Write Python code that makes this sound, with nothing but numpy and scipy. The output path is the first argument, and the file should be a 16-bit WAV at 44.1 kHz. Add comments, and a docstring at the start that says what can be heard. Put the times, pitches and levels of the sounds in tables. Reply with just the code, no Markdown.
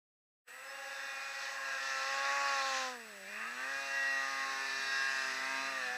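"""Snowmobile leaving the trees

A twin-cylinder two-stroke snowmobile nears a microphone in a closed housing, whose colour the spectra carry.
Sinusoids at multiples of the crank rate ring over filtered noise for exhaust roar and air rush.
The throttle closes once and opens again as the machine comes out from behind the trees.
Track hum, low rumble, preamp hiss and a thin electrical whine lie beneath; all cuts in after a silence."""
import sys
import numpy as np
from scipy import signal
from scipy.fft import rfft, irfft, next_fast_len
from scipy.io import wavfile
from scipy.ndimage import uniform_filter1d, map_coordinates

SR = 44100
rng = np.random.default_rng(int(sys.argv[2]) if len(sys.argv) > 2 else 0)


def pcm_store(signal):
    """Save signal as 16-bit PCM."""
    levels = np.round(np.clip(np.atleast_2d(signal), -1, 1) * 32767)
    wavfile.write(sys.argv[1], SR, levels.astype(np.int16).T)


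N = 263277
TIME_S = np.arange(N) / SR


def amp(db):
    """Decibel law: 20 dB is a factor of ten in amplitude."""
    return 10 ** (np.asarray(db) / 20)


def unit(x):
    """Power normalisation: scale to rms 1."""
    return x / np.sqrt(np.mean(x ** 2) + 1e-20)


def along(points, hz):
    """Spectral envelope: interpolate dB over log frequency, at -120 dB outside the points."""
    point_hz, point_db = np.transpose(points)
    return np.interp(np.log(hz + 1), np.log(point_hz + 1), point_db, left=-120, right=-120)


def curves(rows):
    """Time envelope: one value per sample for each column after the time."""
    times, *columns = np.transpose(rows)
    return [np.interp(TIME_S, times, column) for column in columns]


def wobble(knots_per_s):
    """Random modulation: straight lines between Gaussian knots."""
    knots = rng.standard_normal(1000)
    return map_coordinates(knots, [TIME_S * knots_per_s], order=1)


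def in_the_open(pair):
    """Screening: pass from the value behind the trees to the value in the open."""
    return np.interp(TIME_S, (3.35, 3.6), pair)  # s


def filtered(x, response):
    """Linear filtering: multiply the spectrum by a response of frequency."""
    size = next_fast_len(N + SR // 2)
    spectrum = rfft(x, size) * response(np.fft.rfftfreq(size, 1 / SR))
    return irfft(spectrum, size)[..., :N]


def noise(spectrum, patchy_db, gate=1):
    """Modulated noise: gated, given patches of random gain in time and frequency, coloured, rms 1."""
    bins = signal.stft(rng.standard_normal(N) * gate, nperseg=512)[2]
    field = uniform_filter1d(rng.standard_normal(bins.shape), size=5, axis=0)
    field = uniform_filter1d(field, size=16, axis=1)
    patched = signal.istft(bins * amp(patchy_db * unit(field)), nperseg=512)[1][:N]
    return unit(filtered(patched, lambda hz: amp(along(spectrum, hz))))


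def turning(rate_hz):
    """Phase integration: the angle [rad] reached by a rotation at the given rate."""
    return 2 * np.pi * np.cumsum(rate_hz) / SR


def partial(k, angle, fade_db, drift):
    """Harmonic of a rotation, nominal rms 1; scattering by the trees fades and drifts high orders faster."""
    spread = .06 * k * k  # rad; higher orders of each puff arrive later
    waver = drift * wobble(7) + .012 * k * wobble(60)  # rad
    gain = np.sqrt(2) * amp(fade_db * wobble(5 + .15 * k))
    return gain * np.cos(k * angle - spread + waver)


def orders(crank_hz, angle, count, colour, odd_db, fade_db, drift):
    """Source-filter principle: crank orders move under a fixed colour; odd ones have their own strength."""
    total, power = np.zeros(N), np.zeros(N)
    for k in count:
        gain = amp(along(colour, k * crank_hz) + (k % 2) * odd_db)
        power += gain ** 2
        total += gain * partial(k, angle, fade_db, drift)
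    return total / np.sqrt(power + 1e-12)


# Colour of the preamp hiss: (frequency [Hz], relative density [dB])
HISS_COLOUR = [(25, -32), (150, -14.5), (400, 2), (3000, 3), (8000, -2.5), (9200, -2.5), (12000, -5),
               (15500, -4.5)]


def preamp_hiss():
    """Electronic noise: a steady random signal with a broad colour."""
    return amp(-60.5) * noise(HISS_COLOUR, patchy_db=.2)


# Tones of the electrical whine, from the lowest up: level [dB rms]
WHINE_LEVELS = [-82, -69, -67, -76, -79, -82, -84, -86, -84, -83, -84, -86, -85, -87, -87, -90, -90]
LOWEST_HZ, SPACING_HZ = 7777.05, 60.05


def electrical_whine():
    """Comb spectrum: phases quadratic in tone number make it sweep rather than pulse in each period."""
    whine = np.zeros(N)
    for k, db in enumerate(WHINE_LEVELS):
        phase = 2 * np.pi * (LOWEST_HZ + k * SPACING_HZ) * TIME_S + np.pi / 3 * k * k
        whine += np.sqrt(2) * amp(db) * np.sin(phase)
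    return whine


# Colour of the low rumble: (frequency [Hz], relative density [dB])
RUMBLE_COLOUR = [(25, -13), (60, -17), (100, -4), (140, -4), (200, -0.5), (330, -2), (420, -25)]
RUMBLE_START_DB, NEARING_DB_PER_S = -91.5, 3


def rumble(angle):
    """Level rise on approach: unsteady low noise, with a tone at 0.97 of the crank rate."""
    level_db = RUMBLE_START_DB + NEARING_DB_PER_S * TIME_S
    tone = amp(level_db - 7) * partial(0.97, angle, fade_db=0.5, drift=0.53)
    return tone + amp(level_db + 4.3 * wobble(7.5)) * noise(RUMBLE_COLOUR, patchy_db=2.0)


# Lugs of the rubber track passing the drive wheel: (time [s], rate [Hz], level [dB])
TRACK_LUGS = [(3.7, 203, -88), (3.9, 208, -80), (4.27, 219, -76), (4.6, 219, -76), (5.05, 227, -73),
              (5.22, 219, -73), (5.36, 212, -73), (5.6, 214, -71), (5.77, 210, -72), (5.97, 187, -71)]


def track():
    """Periodic impact tone: lug rate and its octave hum, fading in once the machine is in the open."""
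    lug_hz, lug_db = curves(TRACK_LUGS)
    angle = turning(lug_hz)
    fade_in = np.clip((TIME_S - TRACK_LUGS[0][0]) / 0.22, 0, 1)  # 0.22 s long
    octave = amp(-8) * partial(2, angle, fade_db=4, drift=.6)
    return fade_in * amp(lug_db) * (partial(1, angle, fade_db=1.5, drift=.6) + octave)


# Colours of the air noises, low to high: (frequency [Hz], relative density [dB])
ROAR_COLOUR = [(150, -58), (220, -27), (330, -35), (600, -17), (1000, -12.5), (1400, -6), (1680, 0.5),
               (1950, 1), (2150, -12.5), (2500, -4.5), (2750, -6.5), (2900, -17.5), (3100, -36)]
RUSH_COLOUR = [(2850, -23), (3000, 1.5), (3180, -11.5), (3400, -2.5), (3800, -1), (4200, -0.5), (4700, -2),
               (5300, -1), (6300, -4.5), (7000, -9), (8000, -18), (9000, -70)]
FIZZ_COLOUR = [(7000, -37), (8000, -9.5), (9000, -6.5), (10500, -11), (12000, -19), (14000, -25)]
FIZZ_RE_RUSH_DB = (-23.5, -17.5)  # behind the trees, in the open


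def turbulent_air(roar_db, rush_db, angle):
    """Turbulence noise: roar and rush throb with each firing, twice a turn; a steadier fizz lies above."""
    firing = np.cos(2 * angle)
    roar = amp(roar_db) * noise(ROAR_COLOUR, patchy_db=1.2, gate=1 + .3 * firing)
    rush = amp(rush_db) * noise(RUSH_COLOUR, patchy_db=1.5, gate=1 + 0.17 * firing)
    fizz = amp(rush_db + in_the_open(FIZZ_RE_RUSH_DB)) * noise(FIZZ_COLOUR, patchy_db=.4)
    return roar + rush + fizz


# Colour of the clean high orders inside the rush: (frequency [Hz], relative level [dB])
WHISTLE_COLOUR = [(2900, -36), (2980, -26), (3200, -18), (3600, -0.5), (4060, -2), (4400, -9), (5300, 1),
                  (6000, -1), (6800, -20)]
WHISTLE_RE_RUSH_DB = (-8, -1)  # behind the trees, in the open
BLUR_DB = 0.53  # dB lost for each Hz per second of speed change


def whistles(rush_db, crank_hz, angle, glide):
    """Loss of coherence: high crank orders follow the rush but weaken while the speed changes."""
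    level_db = rush_db + in_the_open(WHISTLE_RE_RUSH_DB) - BLUR_DB * glide
    return amp(level_db) * orders(crank_hz, angle, count=range(22, 52), colour=WHISTLE_COLOUR,
                                  odd_db=-8, fade_db=4, drift=.9)


# Colour of the upper crank orders: (frequency [Hz], relative level [dB])
UPPER_COLOUR = [(1950, -19), (2030, 3), (2170, -5), (2300, -11), (2450, -1), (2580, -0.5), (2630, -46)]
# Narrow bright band just under the housing's notch: (frequency [Hz], relative level [dB])
BLARE_COLOUR = [(2600, -41), (2650, -3), (2730, 15), (2820, -13), (2900, -45)]
UPPER_RE_ROAR_DB, BLARE_RE_ROAR_DB = (-13.5, -7.5), (-14, -14)  # behind the trees, in the open


def upper_orders(roar_db, crank_hz, angle):
    """Formant emphasis: orders brighten as they cross peaks of two fixed colours."""
    upper = orders(crank_hz, angle, count=range(15, 28), colour=UPPER_COLOUR,
                   odd_db=-4, fade_db=3.5, drift=1.1)
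    blare = orders(crank_hz, angle, count=range(19, 30), colour=BLARE_COLOUR,
                   odd_db=-6, fade_db=3, drift=1.1)
    upper_db = roar_db + in_the_open(UPPER_RE_ROAR_DB)
    return amp(upper_db) * upper + amp(roar_db + in_the_open(BLARE_RE_ROAR_DB)) * blare


# Colour of the growling crank orders: (frequency [Hz], relative level [dB])
GROWL_COLOUR = [(300, -18), (400, -16.5), (680, -4), (950, -6), (1200, 0.5), (1350, 4.5), (1500, -6.5),
                (1600, -25)]
GROWL_RE_LOAD_DB, ODD_DB = (-6.5, -5), (-6, 5.5)  # behind the trees, in the open
GROWL_GROWS = 0.19  # extra dB of growl for each dB of roar


def growl(load_db, roar_db, crank_hz, angle):
    """Level-dependent timbre: mostly odd orders, which gain more level than the roar as it grows."""
    level_db = load_db + in_the_open(GROWL_RE_LOAD_DB) + GROWL_GROWS * (roar_db - roar_db.max())
    return amp(level_db) * orders(crank_hz, angle, count=(3, 5, 7, 9, 10, 11), colour=GROWL_COLOUR,
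                                  odd_db=in_the_open(ODD_DB), fade_db=3.5, drift=1.0)


# Single orders that howl or whistle as they swell:
# (middle time [s], crank order [multiple of crank rate], length [s], peak level [dB])
ORDER_SWELLS = [(0.99, 12, 0.83, -51.5), (1.68, 12, 0.26, -45.5), (2.2995, 12, 0.93, -50.5),
                (3.76, 12, 0.19, -44), (4.0, 12, .3, -44), (4.4, 12, 0.61, -47.5), (5.04, 12, 0.61, -40),
                (5.54, 12, 0.34, -47), (1.92, 13, 0.34, -47.5), (4.26, 13, 0.28, -46),
                (4.65, 13, 0.47, -43), (5.12, 13, 0.44, -40.5), (5.9, 13, 0.39, -52), (1.1, 14, 0.23, -54),
                (1.42, 14, 0.32, -51.5), (1.88, 14, 0.36, -56), (3.6796, 14, 0.33, -45.5),
                (3.62, 9, .25, -56), (3.62, 12, .15, -48), (0.55, 15, 0.28, -57.5), (4.08, 14, 0.46, -38.5),
                (4.4, 14, 0.15, -47), (4.9, 14, 0.3, -43.5), (5.204, 14, 0.49, -44.5), (5.44, 15, .4, -46),
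                (5.893, 14, 0.44, -43.5), (0.77, 20, 0.18, -56), (4.007, 20, 0.58, -49.5),
                (4.35, 20, 0.26, -57), (5.01, 20, 0.68, -52), (5.76, 20, .3, -61), (4.6, 16, 0.25, -70),
                (5.566, 16, 0.22, -68), (1.87, 10, 0.44, -58), (5.45, 10, 0.38, -51), (4.37, 9, .6, -52),
                (5.7, 9, 0.26, -53), (4.6, 11, 0.21, -52), (3.45, 11, .2, -55.5), (3.4, 16, 0.15, -50),
                (3.5, 14, .12, -49), (3.35, 24, 0.24, -52.5), (3.85, 18, .3, -53.5), (1.02, 26, 0.36, -60),
                (.7, 38, .08, -58), (1.05, 38, .3, -61.5), (4.89, 3, 1.15, -68.5), (5.92, 6, 0.23, -50.5),
                (3.25, 6, .4, -61), (5.5, 7, 0.33, -55), (1.21, 16, .6, -57.5), (1.2, 18, .6, -55),
                (4.9, 28, .6, -63), (4.1, 30, .25, -58), (4.65, 30, 1.4, -59.5), (5.65, 30, .3, -53),
                (4.75, 34, 0.79, -56), (4.2, 38, 0.39, -67), (5.19, 38, 0.73, -57)]
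HOWL_RE_LOAD_DB = (-17.5, -16.5)  # behind the trees, in the open


def howl(load_db, angle):
    """Resonance: three orders ring in the engine bay all along; single orders swell and sink over them."""
    gains = {k: amp(load_db + in_the_open(HOWL_RE_LOAD_DB)) for k in range(12, 15)}
    for middle_s, k, length_s, peak_db in ORDER_SWELLS:
        hump = np.cos(np.pi * np.clip((TIME_S - middle_s) / length_s, -.5, .5))
        gains[round(k)] = gains.get(round(k), 0) + amp(peak_db) * hump
    return sum(gain * partial(k, angle, fade_db=2.0, drift=.6) for k, gain in gains.items())


# Firing tones of the exhaust, before the echo is added:
# (time [s], 2nd order level [dB], 6th order level [dB], rise from 4th to 6th and 6th to 8th [dB])
EXHAUST_TONES = [(0.5, -85.5, -74, -5), (0.72, -79.5, -62.5, -1), (1.4, -81, -58.5, 2),
                 (1.85, -72, -56.5, 1), (2.11, -71, -46.5, 1.5), (2.45, -68, -45, 4), (2.88, -58, -47.5, 2),
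                 (2.99, -62, -60, -3), (3.1, -66, -68, -5), (3.22, -64.5, -67, -2), (3.4, -61.5, -67, -2),
                 (3.56, -64.5, -64.5, -1.5), (3.72, -66, -55, -1.5), (4.0, -67, -57.5, -2.5),
                 (4.45, -64, -52.5, 9), (4.8, -67.5, -62, 5.5), (5.04, -70.5, -57, 9), (5.36, -63, -62, 5),
                 (5.6, -55.5, -57, 7.5), (5.78, -64, -61, -3.5), (5.87, -66, -64, -7.5),
                 (5.97, -66, -61, -4)]
SOUND_M_S, MACHINE_M_S = 343, 5.1
ECHO_DB, ECHO_ENDS_S, ECHO_FADES_DB_PER_S = -4, 1.778, 78  # the fade starts at ECHO_ENDS_S


def exhaust(crank_hz, angle):
    """Doppler beating: two firings a turn give even orders, which beat with a lower echo off the trees."""
    second_db, sixth_db, rise_db = curves(EXHAUST_TONES)
    # the machine leaves the reflecting trees behind
    echo_angle = turning(crank_hz * (SOUND_M_S - MACHINE_M_S) / (SOUND_M_S + MACHINE_M_S))
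    echo_db = ECHO_DB - ECHO_FADES_DB_PER_S * np.maximum(TIME_S - ECHO_ENDS_S, 0)
    levels_db = {2: second_db, 4: sixth_db - rise_db, 6: sixth_db, 8: sixth_db + rise_db}
    tones = np.zeros(N)
    for k, db in levels_db.items():
        direct = partial(k, angle, fade_db=1.5, drift=0.87)
        echo = amp(echo_db) * partial(k, echo_angle, fade_db=7.5, drift=0.47)
        tones += amp(db) * (direct + echo)
    return tones


# Crank speed: (time [s], turns per second [Hz])
CRANK_SPEED = [(0.5, 123.5), (0.64, 135.2), (0.74, 139.1), (1.18, 136.8), (1.49, 138.1), (1.99, 133.6),
               (2.39, 140.4), (2.54, 138.1), (2.89, 128.5), (2.94, 124.2), (3.2, 95.6), (3.27, 97.9),
               (3.41, 109.7), (3.48, 117.8), (3.61, 129.7), (3.7, 135.9), (3.81, 137.2), (4.58, 134.8),
               (4.63, 135.6), (4.78, 134.9), (5.04, 135.8), (5.34, 131.7), (5.6, 134.9), (5.71, 134.7),
               (5.76, 133.1), (5.88, 124.1), (5.97, 124.8)]
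# Turbulent air: (time [s], roar level [dB], rush level [dB])
AIR_LEVELS = [(0.5, -55, -70), (0.7, -50.5, -59), (0.97, -48, -54.5), (1.28, -47, -53),
              (1.44, -45.5, -48.5), (1.61, -45, -52.5), (1.7, -42.5, -49.5), (1.79, -45, -49.5),
              (1.84, -43.5, -46.5), (2.15, -39.5, -45.5), (2.42, -38.5, -45), (2.68, -41.5, -42),
              (2.77, -40.5, -40.5), (2.88, -44, -46), (2.98, -52, -61.5), (3.2, -53.5, -63),
              (3.32, -47.5, -57.5), (3.44, -44, -57), (3.55, -47.5, -55), (3.6, -44.5, -53.5),
              (3.74, -46, -51), (4.14, -44.5, -50.5), (4.44, -44, -50.5), (4.85, -43.5, -48.5),
              (5.15, -43, -45.5), (5.33, -42.5, -47.5), (5.71, -42.5, -50.5), (5.86, -44, -49.5),
              (5.97, -44.5, -54.5)]
FULL_HZ, SLACK_DB_PER_HZ = 130.2, 0.33  # below full speed, howl and growl sink under the roar


def engine():
    """Order locking: one crank angle drives the tones and the firing pulses of the air noise."""
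    crank_hz, = curves(CRANK_SPEED)
    # speed change [Hz/s]; while the speed changes, the high orders blur
    glide = uniform_filter1d(abs(np.gradient(crank_hz)) * SR, size=4000)
    angle = turning(crank_hz + (.3 + .007 * glide) * wobble(40))
    roar_db, rush_db = curves(AIR_LEVELS)
    load_db = roar_db - SLACK_DB_PER_HZ * np.maximum(FULL_HZ - crank_hz, 0)
    sound = rumble(angle) + turbulent_air(roar_db, rush_db, angle)
    sound += whistles(rush_db, crank_hz, angle, glide)
    sound += upper_orders(roar_db, crank_hz, angle)
    sound += growl(load_db, roar_db, crank_hz, angle)
    return sound + howl(load_db, angle) + exhaust(crank_hz, angle)


def scene():
    """Superposition: all sources add at one microphone, which feeds both channels."""
    mono = preamp_hiss() + electrical_whine() + track() + engine()
    return np.tile(mono, (2, 1))


def record(dry):
    """Band limiting: the sound cuts in quickly, and nothing is kept above the limit."""
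    start_s, rise_db_per_s, top_hz = 0.484, 1300, 15300
    fade = amp(np.minimum(rise_db_per_s * (TIME_S - start_s), 0))
    return filtered(dry * fade, lambda hz: hz < top_hz)


dry = scene()
out = record(dry)
pcm_store(out)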